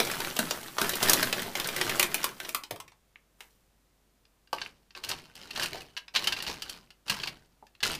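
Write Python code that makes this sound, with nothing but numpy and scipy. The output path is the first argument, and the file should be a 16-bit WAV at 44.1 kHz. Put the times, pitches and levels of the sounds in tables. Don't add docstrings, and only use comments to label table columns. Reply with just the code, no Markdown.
import sys
import numpy as np
from scipy import signal
from scipy.io import wavfile

SR = 44100
rng = np.random.default_rng(int(sys.argv[2]) if len(sys.argv) > 2 else 0)


def to_wav(sig):
    pcm = np.clip(np.atleast_2d(sig), -1, 1) * 32767
    pcm = np.round(pcm).astype(np.int16)
    wavfile.write(sys.argv[1], SR, pcm.T)


N = 352359
TIME = np.arange(N) / SR


def amp(db):
    return 10 ** (np.asarray(db) / 20)


def evened(x):
    return x / np.sqrt(np.mean(x ** 2) + 1e-20)


def blow(x):
    return x * np.sqrt(SR / 100 / (np.sum(x ** 2) + 1e-20))


def read(points, hz):
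    point_hz, value = np.transpose(points)
    return np.interp(np.log(hz + 1), np.log(point_hz + 1), value)


def add(mix, start_s, sound):
    part = mix[max(round(start_s * SR), 0):][:len(sound)]
    part += sound[:len(part)]


def band(x, hz, kind, order=3):
    return signal.sosfilt(signal.butter(order, np.minimum(hz, SR / 2 - 1), kind, fs=SR, output="sos"), x)


def colour(points, resonances=(), size=2048):
    hz = abs(np.fft.fftfreq(size, 1 / SR))
    peaks_db = sum(lift / (1 + (2 * (hz - f) / width) ** 2) for f, width, lift in resonances)
    log_gain = np.log(amp(read(points, hz) + peaks_db))
    spectrum = np.exp(np.conj(signal.hilbert(log_gain)))
    return np.fft.ifft(spectrum).real[:size // 2]


def through(x, response):
    return signal.oaconvolve(x, response)[:len(x)]


def burst(decay_s, spike, rise_s=0.0001, size=2048):
    t = TIME[:size]
    jagged = amp(5.5 * rng.standard_normal(size))
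    envelope = np.exp(-t / decay_s) * (1 - np.exp(-t / rise_s))
    flutter = jagged * rng.standard_normal(size) * envelope
    flutter /= np.linalg.norm(flutter)
    flutter[0] += spike
    return flutter


def tinted(x, hz, ring, width=0.15):
    pitched = band(x, [hz / (1 + width), hz * (1 + width)], "bandpass", order=1)
    return blow(blow(x) + ring * blow(pitched))


def grains(per_s, spread_db, decay_s, spike, ring, body, count=40):
    at = rng.integers(0, N, int(per_s * N / SR))
    sizes = amp(spread_db * np.minimum(rng.exponential(1, len(at)), 3.5))
    shapes = []
    for hz in np.geomspace(900, 11000, count):
        impact = tinted(burst(decay_s, spike, size=768), hz, ring)
        shapes.append(through(impact, body()))
    out = np.zeros(N)
    for start, size, shape in zip(at, sizes, rng.integers(0, count, len(at))):
        add(out, start / SR, size * shapes[shape])
    return evened(out)


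def effort(moves, rise_db_per_s, sag_db_per_s, fall_db_per_s):
    power = np.zeros(N)
    for start_s, length_s, db in moves:
        early = np.maximum(start_s - TIME, 0)
        held = np.clip(TIME - start_s, 0, length_s)
        late = np.maximum(TIME - start_s - length_s, 0)
        level_db = db - rise_db_per_s * early - sag_db_per_s * held - fall_db_per_s * late
        power += amp(np.maximum(level_db, -140)) ** 2
    return np.sqrt(power)


# frequency_hz, level_db (per Hz)
AIR_SPECTRUM = [(25, -13), (150, -11), (500, -18), (1500, -24.5), (15000, -32.5)]


def room_tone(air_db=-70, hum_db=-73, hum_hz=49):
    air = evened(through(rng.standard_normal(N), colour(AIR_SPECTRUM, size=8192)))
    hum = evened(np.sin(2 * np.pi * hum_hz * TIME))
    return amp(air_db) * air + amp(hum_db) * hum


# frequency_hz, level_db (per Hz)
FILM_SPECTRUM = [(50, -8.5), (140, -2.5), (380, 1), (1000, -6), (4500, -8), (7000, -11), (14500, -9)]


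def crackle():
    def film():
        return colour(FILM_SPECTRUM)

    fine = grains(per_s=2400, spread_db=0.5, decay_s=0.002, spike=0.38, ring=0.17, body=film)
    coarse = grains(per_s=170, spread_db=2.7, decay_s=0.0012, spike=0.7, ring=1.3, body=film)
    return fine + coarse


# start_s, length_s, level_db (relative, of the rustle)
BAG_GRIPS = [(0, 0.27, -35), (.4, 0.16, -41), (.62, 0.22, -50), (.81, 0.15, -35), (1.035, 0.089, -27.5),
             (1.17, 0.091, -33), (1.36, 0.071, -35.5), (1.57, 0.66, -37), (1.78, 0.22, -34),
             (2.13, 0.16, -45.5), (2.43, 0.021, -46.5), (3.42, 0.021, -66.5)]
GRIP_RISE_DB_PER_S, GRIP_SAG_DB_PER_S, RELAX_DB_PER_S = 326, 12, 109


def rustle(body_db=-1.0, fizz_db=-12.5, taut=0.75, slack_db=-3):
    grip = effort(BAG_GRIPS, GRIP_RISE_DB_PER_S, GRIP_SAG_DB_PER_S, RELAX_DB_PER_S)
    crinkle = crackle()
    body = evened(band(crinkle, 5400, "low"))
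    fizz = evened(band(crinkle, 4800, "high"))
    slack = slack_db * (TIME > 1.3)
    return amp(body_db) * grip * body + amp(fizz_db + slack) * grip ** taut * fizz


# start_s, level_db, treble_db (against the middle), pitch_hz
CREASE_SNAPS = [(0.001, -22, -5.5, 2107), (0.071, -33.5, -11, 2380), (0.114, -33.5, -1.5, 2400),
                (0.203, -33, -2, 990), (0.366, -32, -2, 3180), (0.39, -24.5, -0.5, 1480),
                (0.509, -27, -5.5, 5110), (0.783, -28, -17, 1000), (0.815, -25, -2.5, 1402),
                (0.893, -30.5, 3, 1500), (0.935, -32, -14, 3126), (0.955, -37, 5.5, 4710),
                (1.028, -26, 1, 4630), (1.085, -25.0, -4.5, 1665), (1.096, -21.5, 6, 9040),
                (1.133, -22.5, 4.5, 11740), (1.228, -23.5, -4, 1340), (1.327, -25, -7.5, 2480),
                (1.419, -46.5, 10.5, 2670), (1.553, -29.5, -11, 3065), (1.599, -30.5, -3, 2680),
                (1.644, -34, -11, 3740), (1.673, -49.5, 18.5, 10800), (1.688, -32, -8, 2730),
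                (1.763, -32, -1, 2150), (1.813, -24.5, -6.5, 1930), (1.876, -35.5, -9.5, 2300),
                (1.895, -28, -5, 2344), (1.996, -21, 1.5, 2620), (2.028, -23, -0.5, 2150),
                (2.144, -27, 2.5, 2608), (2.23, -36, -6, 5160), (2.242, -25.5, 0.5, 1091),
                (2.401, -36, -5, 1571), (2.449, -39.0, -23.5, 2900), (2.491, -37.5, 2.5, 2417),
                (2.547, -27.5, 0.5, 1150), (2.636, -40, -8, 5100), (2.709, -36, -1, 884),
                (2.76, -47.5, -3, 940), (2.801, -42, -2, 960), (2.879, -53, -7.5, 2320),
                (2.919, -58, -24, 870), (3.406, -44.5, -7, 2440)]
SNAP_BASS_DB, SNAP_BASS_DB_PER_S = -4.5, -3.5


def snaps(ring=0.55):
    out = np.zeros(N)
    for start_s, level_db, treble_db, pitch_hz in CREASE_SNAPS:
        crack = burst(decay_s=0.0036, spike=0.3, rise_s=0.0013)
        middle = tinted(band(crack, [720, 5000], "bandpass", order=2), pitch_hz, ring)
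        top = blow(band(burst(decay_s=0.0028, spike=0.24), 5600, "high", order=2))
        low = blow(band(crack, [330, 1250], "bandpass", order=2))
        bass_db = SNAP_BASS_DB + SNAP_BASS_DB_PER_S * start_s
        add(out, start_s, amp(level_db) * (middle + amp(treble_db) * top + amp(bass_db) * low))
    return out


# start_s, level_db, pitch_hz, t60_s
TRAY_KNOCKS = [(.003, -33, 680, 0.28), (.392, -29.5, 250, 0.35), (.785, -32, 980, 0.096),
               (0.817, -29.5, 334, 0.066), (1.228, -37.5, 228, 0.17), (2.71, -35, 600, 0.27),
               (2.719, -45.5, 148, 0.16), (3.158, -49.5, 2390, 0.013), (4.5302, -27, 990, 0.03),
               (4.584, -40.5, 2540, .04), (4.6617, -40.5, 2680, 0.023), (5.747, -38, 670, 0.33),
               (6.495, -39.5, 430, 0.11), (7.1, -41, 189, 0.14), (7.626, -48.5, 735, 0.061)]
# pitch_ratio (multiple of the knock's pitch), lift_db
SHELL_MODES = [(0.859, -1), (1.141, 5)]


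def knocks(width=0.1, skirt_db=-13, far_db=-48):
    out = np.zeros(N)
    for start_s, level_db, hz, t60_s in TRAY_KNOCKS:
        skirts = [(hz / 5, 2 * skirt_db), (hz / 2, skirt_db / 2), (hz, 0), (hz * 1.4, skirt_db), (hz * 4, far_db)]
        shell = colour(skirts, [(hz * ratio, hz * width, lift) for ratio, lift in SHELL_MODES])
        impact = burst(t60_s / np.log(1000), spike=0.94, size=8192)
        add(out, start_s, amp(level_db) * blow(through(impact, shell)))
    return out


# frequency_hz, level_db (per Hz)
PELLET_SPECTRUM = [(200, -28.5), (700, -5.5), (3000, -6), (5200, -5.5), (7000, -11), (15000, -16.5)]
# frequency_hz, width_hz, lift_db
SCOOP_MODES = [(1643, 98, 8), (2770, 380, 11), (4500, 560, 7)]


def scoop(load):
    modes = [(hz * np.exp(load * rng.standard_normal()), width, lift) for hz, width, lift in SCOOP_MODES]
    return colour(PELLET_SPECTRUM, modes)


# start_s, level_db (relative), treble_db (relative, against the middle)
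PELLET_CLACKS = [(4.253, -48.5, -29), (4.474, -46, -31), (4.5297, -20, -20), (4.6161, -17.5, -40),
                 (4.907, -40, -45), (4.9505, -28.5, -40), (5.038, -21, -21), (5.0472, -24.5, -14.5),
                 (5.091, -23, -7), (5.114, -23, -26), (5.354, -35.5, -12.5), (5.415, -39, -24),
                 (5.5087, -23.5, -24), (5.5606, -19, -26), (5.597, -19.5, -25), (5.624, -17, -23),
                 (5.6321, -16, -15.5), (5.638, -26.5, -11), (5.66, -29, -8), (5.807, -31, -20),
                 (5.818, -34, -17), (5.9669, -20.5, -35), (5.975, -20.5, -26), (6.081, -31, -33),
                 (6.151, -14.5, -27), (6.1609, -5.5, -29), (6.2421, -18, -19), (6.2725, -7.5, -22.5),
                 (6.324, -12.5, -24), (6.366, -21.5, -40), (6.403, -20.5, -41), (6.4245, -22.5, -13.5),
                 (6.4658, -20, -30), (6.6216, -20, -18.5), (6.696, -23.5, -13), (6.905, -36.5, -23.5),
                 (7.0813, -22.5, -23), (7.098, -9, -19), (7.141, -25, -21), (7.2, -23, -30.5),
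                 (7.235, -16.5, -30), (7.274, -17.5, -25.5), (7.668, -45, -19), (7.751, -43, -30),
                 (7.805, -30, -28), (7.8324, -8.5, -23), (7.95, -22, -16.5)]
SCATTER_S, SCATTER_DB_PER_DOUBLING = 0.0097, 24


def clacks(level_offset_db=-15.0, bright_offset_db=11):
    out = np.zeros(N)
    for start_s, level_db, bright_db in PELLET_CLACKS:
        decay_s = SCATTER_S * 2 ** (level_db / SCATTER_DB_PER_DOUBLING)
        rattle = burst(decay_s, spike=0.54, rise_s=0.00071)
        hit = through(rattle, scoop(load=0.05))
        ring = blow(band(band(hit, 1500, "high", order=1), 4930, "low"))
        tick = blow(band(hit, 6760, "high"))
        sound = ring + amp(bright_db + bright_offset_db) * tick
        add(out, start_s, amp(level_db + level_offset_db) * sound)
    return out


# start_s, length_s, level_db (relative, of the sliding pellets)
SCOOP_STROKES = [(4.542, 0.11, -50), (4.957, 0.019, -49), (5.035, 0.069, -46), (5.1, 0.021, -36.5),
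                 (5.36, 0.36, -53), (5.535, 0.073, -44.5), (5.575, 0.071, -36), (5.725, 0.014, -39),
                 (6.146, 0.17, -40), (6.365, 0.072, -43.5), (6.475, 0.0082, -33), (6.62, 0.15, -52),
                 (7.065, .03, -48.5), (7.102, 0.011, -34), (7.15, 0.13, -45), (7.83, 0.086, -33.5)]
# frequency_hz, level_db (per Hz)
BOTTOM_SPECTRUM = [(40, -3), (130, -1.5), (400, -1.5), (900, -5), (1700, -36)]
BITE_DB_PER_S, STROKE_SAG_DB_PER_S, SETTLE_DB_PER_S = 2790, 4.5, 331
TRICKLE_DB, TRICKLE_DB_PER_S = -9, 101.5


def raking(slide_db=-0.5, rumble_db=-18.0, weight=0.8):
    push = effort(SCOOP_STROKES, BITE_DB_PER_S, STROKE_SAG_DB_PER_S, SETTLE_DB_PER_S)
    rolling = effort(SCOOP_STROKES, BITE_DB_PER_S, STROKE_SAG_DB_PER_S, TRICKLE_DB_PER_S)
    speed = np.hypot(push, amp(TRICKLE_DB) * rolling)
    slide = grains(per_s=750, spread_db=4.8, decay_s=0.0009, spike=0.8, ring=0.5, body=lambda: scoop(load=0.12))
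    rumble = evened(through(rng.standard_normal(N), colour(BOTTOM_SPECTRUM)))
    return amp(slide_db) * speed * slide + amp(rumble_db) * speed ** weight * rumble


# frequency_hz, t60_s
ROOM_DECAY = [(150, 0.63), (530, 0.22), (1400, 0.22), (3700, 0.13)]


def room(x, gap_s=0.0028):
    taps = rng.standard_normal(SR // 2) * (TIME[:SR // 2] > gap_s)
    hz, t, z = signal.stft(taps, SR, nperseg=256)
    decay = np.exp(-np.log(1000) * t / read(ROOM_DECAY, hz)[:, None])
    tail = signal.istft(z * decay, SR, nperseg=256)[1]
    return through(x, tail / np.linalg.norm(tail))


def rotated_room(x, turns_per_s=4.7):
    angle = 2 * np.pi * turns_per_s * TIME
    return room(x * np.cos(angle)) + room(x * np.sin(angle))


def scene(bag_room_db=-5, tray_room_db=-7, knock_room_db=-10):
    background = room_tone()
    bag = rustle() + snaps()
    shell = knocks()
    pellets = clacks() + raking()
    sent = amp(bag_room_db) * bag + amp(tray_room_db) * pellets + amp(knock_room_db) * shell
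    return (bag + pellets + shell + rotated_room(sent) + background)[None]


def record(dry, edge_hz=15250):
    lowpass = signal.firwin(301, edge_hz, window=("kaiser", 8), fs=SR)
    return signal.oaconvolve(dry, lowpass[None], "same")


dry = scene()
out = record(dry)
to_wav(out)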